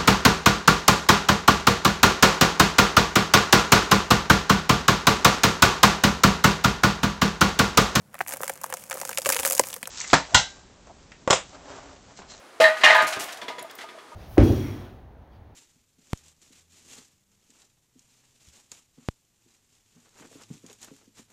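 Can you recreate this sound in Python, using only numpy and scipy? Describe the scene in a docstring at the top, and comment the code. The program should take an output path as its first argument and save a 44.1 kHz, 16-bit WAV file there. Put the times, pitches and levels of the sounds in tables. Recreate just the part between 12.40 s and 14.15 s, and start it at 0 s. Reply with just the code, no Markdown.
"""A sheet-metal cabinet door is knocked twice and chatters against its frame, each blow making it ring.
From the first knock on, the wire rack inside rattles, and high metallic tinks come now and then.
After about a second the rack knocks on its rail, and the held door gives soft, hollow taps.
A large bare room rings after it all, over the low rumble of the shaking cabinet and a faint hiss."""
import sys
import numpy as np
from scipy import signal
from scipy.fft import rfft, irfft, next_fast_len
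from scipy.io import wavfile
from scipy.ndimage import uniform_filter1d

SR = 44100
rng = np.random.default_rng(int(sys.argv[2]) if len(sys.argv) > 2 else 0)


def wrap_up_sound(samples):
    """Save the sound to the file named by the first command line argument, as 16-bit audio."""
    columns = np.atleast_2d(samples).T
    # keep every value between -1 and 1, then stretch to whole-number steps
    tamed = np.clip(columns, -1, 1)
    steps = np.round(tamed * 32767).astype(np.int16)
    wavfile.write(sys.argv[1], SR, steps)


N = 77175
ATTACK_S = 0.00098  # how fast clatter and rail knocks start
SCATTER_DB = 1.5  # how much a tone's level varies from hit to hit


def door_ring(blows):
    """Each blow rings the door's own tones; touching the frame or hand stops low tones soonest."""
    # For each tone: pitch in Hz, level in dB, fade time (t60, the seconds it takes to drop 60 dB).
    door_hz = [241, 521, 633, 874, 1001, 1076, 1231, 1440, 1494, 1577, 1698, 1797, 1844, 1911, 1961, 2076,
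               2459, 3890]
    door_db = [-11.5, 1.5, 5.5, -0.5, -2.5, 1.5, -1.5, -10.5, -10, -3.5, 2.5, -2.5, 2.5, -12.5, -3, 0, -14,
               -9]
    door_t60 = [0.14, 0.058, 0.7, 0.25, 0.13, 0.068, 1, 0.71, 0.99, 0.2, 0.15, 0.17, 0.15, 0.57, 0.1, 0.11,
                0.25, 0.07]
    # The two borders between low, middle and high tones, in Hz.
    borders_hz = [750, 1750]
    out, t = np.zeros(N), np.arange(SR // 4) / SR
    hz, db, t60 = np.array([door_hz, door_db, door_t60])[:, :, None]
    tones = amp(db - 60 * t / t60) * np.sin(2 * np.pi * hz * t) * np.sqrt(1 - t / t.max())
    band = np.searchsorted(borders_hz, door_hz)
    loss = (hz / borders_hz[0]) ** -0.96 * t
    for start, *band_db, _, damping, spot_hz in blows:
        # The spot that is struck lifts the tones near one pitch.
        lift_db = 10 * np.exp(-(np.log2(hz[:, 0] / spot_hz) / .025) ** 2)
        gains = amp(np.array(band_db)[band] + lift_db + SCATTER_DB * rng.standard_normal(len(hz)))
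        rise_cycles = 0.11 + 0.61 * abs(max(band_db))  # softer blows swell more slowly
        rise = 1 - np.exp(-t * hz / rise_cycles)
        add(out, start, gains @ (tones * amp(-damping * loss) * rise))
    return out


def door_clatter(blows):
    """Each blow also wakes its own mix of tones, packed so closely that they sound like noise."""
    # Each row: frequency in Hz, level of the clatter in dB.
    spectrum = [(130, -52), (250, -16), (420, -16), (620, -2), (1200, -5), (1870, -3.5), (2600, -3.5),
                (4050, -7.5), (7000, -20.5), (15000, -52.5)]
    # Each row: frequency in Hz, fade time in seconds.
    fade_times = [(200, 0.12), (1500, 0.45), (5000, 0.15), (14000, 0.47)]
    out, t = np.zeros(N), np.arange(SR // 4) / SR
    bursts = noise(spectrum, (len(blows), len(t)))
    bursts = unit(filtered(bursts, lambda hz: amp(5 * wobble((len(blows), len(hz)), width=8))))
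    bursts = fade_bands(bursts, fade_times) * (1 - np.exp(-t / ATTACK_S))
    for (start, *_, clatter_db, _, _), burst in zip(blows, bursts):
        add(out, start, amp(clatter_db) * burst)
    return out


def door():
    """The door is knocked and bounces on its frame, giving a ring and a clatter."""
    # Each row: start in seconds, strength of the low, middle and high tones in dB, clatter in dB,
    # extra fading from contact in dB per second at 750 Hz, lifted pitch in Hz.
    blows = [(.2005, -7, -22, -28, -20, 500, 521), (.211, -9, -27.5, -18.5, -25, 120, 874),
             (.239, -12.5, -19.5, -13.5, -22, 114, 1820), (.262, -33, -25, -18, -31, 152, 1860),
             (0.284, -15.5, -38.5, -21, -39.5, 152, 1231), (.361, -48, -28.5, -39, -50, 397, 633),
             (0.412, -47, -30, -37, -31.5, 300, 1844), (.4355, -13.5, -15.5, -6.5, -10, 617, 1076),
             (.458, -32.5, -13, -14, -18.5, 305, 1844), (.478, -29, -17, -26, -21, 300, 874),
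             (.5, -12.5, -15, -10.5, -17.5, 395, 1961), (.522, -57, -17.5, -19, -24, 300, 1844),
             (.546, -16, -14.5, -16.5, -21.5, 195, 1001), (.577, -16, -15, -22.5, -26.5, 151, 1001),
             (.6, -13, -21.5, -21.5, -26, 294, 1577), (0.62, -45, -33, -27, -35, 304, 1231),
             (.645, -30.5, -26, -56, -36, 200, 1540), (.67, -38.5, -28, -47, -46, 153, 633),
             (.731, -52, -41, -44, -38.5, 196, 2076), (.762, -28, -31, -59, -39, 307, 1001),
             (.803, -62, -42, -58, -34.5, 214, 874)]
    return door_ring(blows), door_clatter(blows)


def door_taps():
    """Soft taps on the held door swell into three hollow tones; the hand shifts the lower two."""
    # Each row: start in seconds, level in dB, dB added to tones two and three, first two pitches in Hz.
    taps = [(1.098, -29.5, -5.5, 648, 926), (1.18, -32.5, -20, 492, 1047), (1.222, -33.5, -33, 650, 900),
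            (1.243, -30, -9, 650, 898), (1.436, -31, -3.5, 666, 897), (1.547, -35.5, -27, 653, 922),
            (1.573, -36, -11, 634, 485), (1.716, -40, 4.5, 615, 946)]
    out, t = np.zeros(N), np.arange(SR // 4) / SR
    rise = 1 - np.exp(-(t / 0.0054) ** 2)
    for start, level_db, others_db, first_hz, second_hz in taps:
        db = level_db + np.array([4.5, 6.5 + others_db, -5 + others_db])
        add(out, start, ring([first_hz, second_hz, 1229], db, t60=[0.059, 0.058, 0.37], t=t) * rise)
    return out


def wire_rattles():
    """The rack's wires rattle: grainy noise that holds for a moment, then fades."""
    # Each row: start in seconds, level in dB, hold and fade times in seconds, tilt in dB per octave.
    rattles = [(0.202, -26.5, 0.003, 0.39, -5.5), (0.368, -38.5, .01, 1, -7),
               (0.442, -19.5, 0.0045, 0.078, -7), (0.546, -42, 0.024, 0.15, 6),
               (0.619, -32.5, 0.0068, 0.13, -3), (0.667, -31.5, 0.018, 0.25, -1.5),
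               (0.724, -29.5, 0.01, 0.19, -8), (0.792, -34.5, 0.029, 0.27, -0.5),
               (0.837, -52, 0.0077, 0.12, -12), (0.883, -40, 0.019, 0.32, -8.5),
               (0.922, -36.5, 0.0017, 0.13, -2), (0.971, -43.5, 0.0044, 0.12, -4),
               (1.376, -53, 0.013, 0.23, -2), (1.407, -42.5, 0.025, 0.093, -9)]
    # Each row: frequency in Hz, level of the rattle in dB.
    spectrum = [(1500, -4.5), (3200, -4), (7000, -3), (11600, -7.5), (15800, -17)]
    out, t = np.zeros(N), np.arange(SR // 6) / SR
    for start, db, hold, t60, tilt_db in rattles:
        grain = amp(2.5 * wobble(len(t), width=60))
        loudness = amp(db - 60 * np.maximum(t - hold, 0) / t60) * (1 - np.exp(-t / 0.0014))
        add(out, start, loudness * unit(grain * noise(spectrum, len(t), tilt_db)))
    return out


def rail_knocks():
    """The rack knocks on its rail: a few ringing tones and a short burst of noise."""
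    # Each row: start in seconds, level in dB.
    knocks = [(1.015, -29.5), (1.081, -26.5), (1.182, -32.5), (1.296, -38.5), (1.386, -34.5), (1.487, -39),
              (1.585, -43)]
    # Each row: pitch of a rail tone in Hz, relative level in dB, fade time in seconds.
    tones = [(463, -5, 0.094), (980, -10, 0.7), (2094, -6, 0.16), (3393, 1, 0.065), (5160, -18, 0.057)]
    # Each row: frequency in Hz, level of the burst in dB.
    spectrum = [(200, -10), (900, -10), (2100, -7.5), (2700, -11.5), (3410, -11), (4550, -16),
                (15000, -40.5)]
    out, t = np.zeros(N), np.arange(SR // 6) / SR
    for start, db in knocks:
        ringing = .5 * ring(*np.transpose(tones), t)
        burst = amp(-4.5 - 60 * t / 0.19) * noise(spectrum, len(t))
        add(out, start, amp(db) * (ringing + burst) * (1 - np.exp(-t / ATTACK_S)))
    return out


def metal_tinks():
    """High metallic tinks, the first two from the door's blow, each a click and a fluttering tone."""
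    # Each row: start in seconds, tone level in dB, pitch in Hz, fade time in seconds, click in dB.
    tinks = [(.239, -23, 3947, 0.2, -47), (0.242, -26.5, 4360, 0.11, -47), (0.841, -43, 14450, 0.11, -27.5),
             (1.193, -44.5, 6900, 0.099, -60), (1.194, -41, 10600, 0.03, -52),
             (1.2264, -38, 11300, 0.023, -71), (1.2272, -35, 9300, 0.0073, -41),
             (1.228, -57, 14450, .2, -70), (1.311, -40.5, 5030, 0.014, -40),
             (1.353, -47, 14500, .06, -39.5)]
    out, t = np.zeros(N), np.arange(SR // 6) / SR
    for start, db, hz, t60, click_db in tinks:
        click = amp(click_db - 60 * t / 0.018) * noise([(4000, 0.011), (15000, 0)], len(t))
        flutter = 1 + 0.6 * wobble(len(t), width=90)
        add(out, start, ring(hz, db, t60, t) * flutter + click)
    return out


def room_echo(x):
    """The bare room gives each stretch of sound its own long tail, where low notes last longest."""
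    # Each row: frequency in Hz, fade time in seconds.
    fade_times = [(350, 2.33), (1000, 1.49), (4000, 0.63), (12000, 0.48)]
    out, step = np.zeros(N), SR // 5
    starts = range(0, N, step)
    tails = fade_bands(rng.standard_normal((len(starts), SR)), fade_times)
    for i, tail in zip(starts, tails):
        add(out, i / SR + 0.01, signal.fftconvolve(x[i:i + step], tail / np.linalg.norm(tail)))
    return out


def cabinet_rumble():
    """A low rumble swells and fades each time the cabinet shakes."""
    # Each row: start in seconds, level in dB.
    shakes = [(0.198, -35.5), (.395, -46.5), (.55, -53), (.62, -35.5), (0.763, -35), (1.031, -49),
              (1.2, -49)]
    # Each row: frequency in Hz, level of the rumble in dB.
    spectrum = [(45, -13), (70, 5.5), (110, -3), (230, 6.5), (400, 12), (600, -34)]
    swell = np.zeros(N)
    for start, db in shakes:
        age = np.maximum(np.arange(N) / SR - start, 0)
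        swell += amp(db - 60 * age / 0.25) * (1 - np.exp(-age / 0.006))
    return swell * noise(spectrum, N)


def room_hiss():
    """The faint, steady noise of the room."""
    # Each row: frequency in Hz, relative level in dB.
    spectrum = [(60, -10), (150, -14.5), (350, 1.5), (700, -1.5), (1300, -1.5), (2700, -10.5),
                (5000, -14.5), (10000, -21), (15700, -36)]
    return amp(-50) * noise(spectrum, N)


def amp(db):
    """Turn decibels into a factor to multiply by."""
    return 10 ** (np.asarray(db) / 20)


def unit(x):
    """Scale x to an average (rms) level of 1."""
    return x / np.sqrt(np.mean(x ** 2) + 1e-20)


def wobble(size, width):
    """Random ups and downs, smoothed over width points."""
    return unit(uniform_filter1d(rng.standard_normal(size), size=width))


def along(points, hz):
    """Read between (Hz, value) points, with octaves evenly spaced."""
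    point_hz, values = np.transpose(points)
    return np.interp(np.log(hz + 1), np.log(point_hz + 1), values)


def filtered(x, response):
    """Multiply each frequency in x by response(hz)."""
    size = next_fast_len(x.shape[-1] + 1024)
    gains = response(np.fft.rfftfreq(size, 1 / SR))
    return irfft(rfft(x, size) * gains, size)[..., :x.shape[-1]]


def noise(spectrum, size, tilt_db=0):
    """Noise shaped by (Hz, dB) points, falling away below the first; upward tilt brightens it."""
    def response(hz):
        db = along(spectrum, hz) + tilt_db * np.log2((hz + 1) / 6000)
        return amp(db) / (1 + (spectrum[0][0] / (hz + 1)) ** 4)
    return unit(filtered(rng.standard_normal(size), response))


def fade_bands(x, fade_times):
    """Let each frequency band of x fade at its own speed."""
    hz, t, bands = signal.stft(x, SR, nperseg=256)
    t60 = np.maximum(along(fade_times, hz), .01)[:, None]
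    return signal.istft(bands * amp(-60 * t / t60), SR, nperseg=256)[1][..., :x.shape[-1]]


def ring(hz, db, t60, t):
    """Fading tones, each a little louder or softer on every hit."""
    hz, db, t60 = (np.atleast_1d(v)[:, None] for v in (hz, db, t60))
    db = db + SCATTER_DB * rng.standard_normal(hz.shape)
    return (amp(db - 60 * t / t60) * np.sin(2 * np.pi * hz * t)).sum(0)


def add(out, start, x):
    """Mix x into out, beginning at start seconds."""
    part = out[round(start * SR):][:len(x)]
    part += x[:len(part)]


def scene():
    """Mix the door, the rack and the room into one channel."""
    ringing, clatter = door()
    jangle = rail_knocks() + wire_rattles() + metal_tinks()
    ringing += door_taps()
    # The door's ring fills the room less than its clatter does.
    echo = amp(-13.5) * room_echo(amp(-19.5) * ringing + clatter + jangle)
    return (ringing + clatter + jangle + echo + room_hiss() + cabinet_rumble())[None]


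def record(dry):
    """Round off the loudest peaks, then trim the deepest bass and the highest treble."""
    ceiling, hardness = 1.05, 6
    low_cut_hz, top_hz = 60, 15760
    x = dry[0] / (1 + np.abs(dry[0] / ceiling) ** hardness) ** (1 / hardness)
    x = signal.sosfilt(signal.butter(2, low_cut_hz, "highpass", fs=SR, output="sos"), x)
    return filtered(x, lambda hz: hz < top_hz)[None]


dry = scene()
out = record(dry)
wrap_up_sound(out)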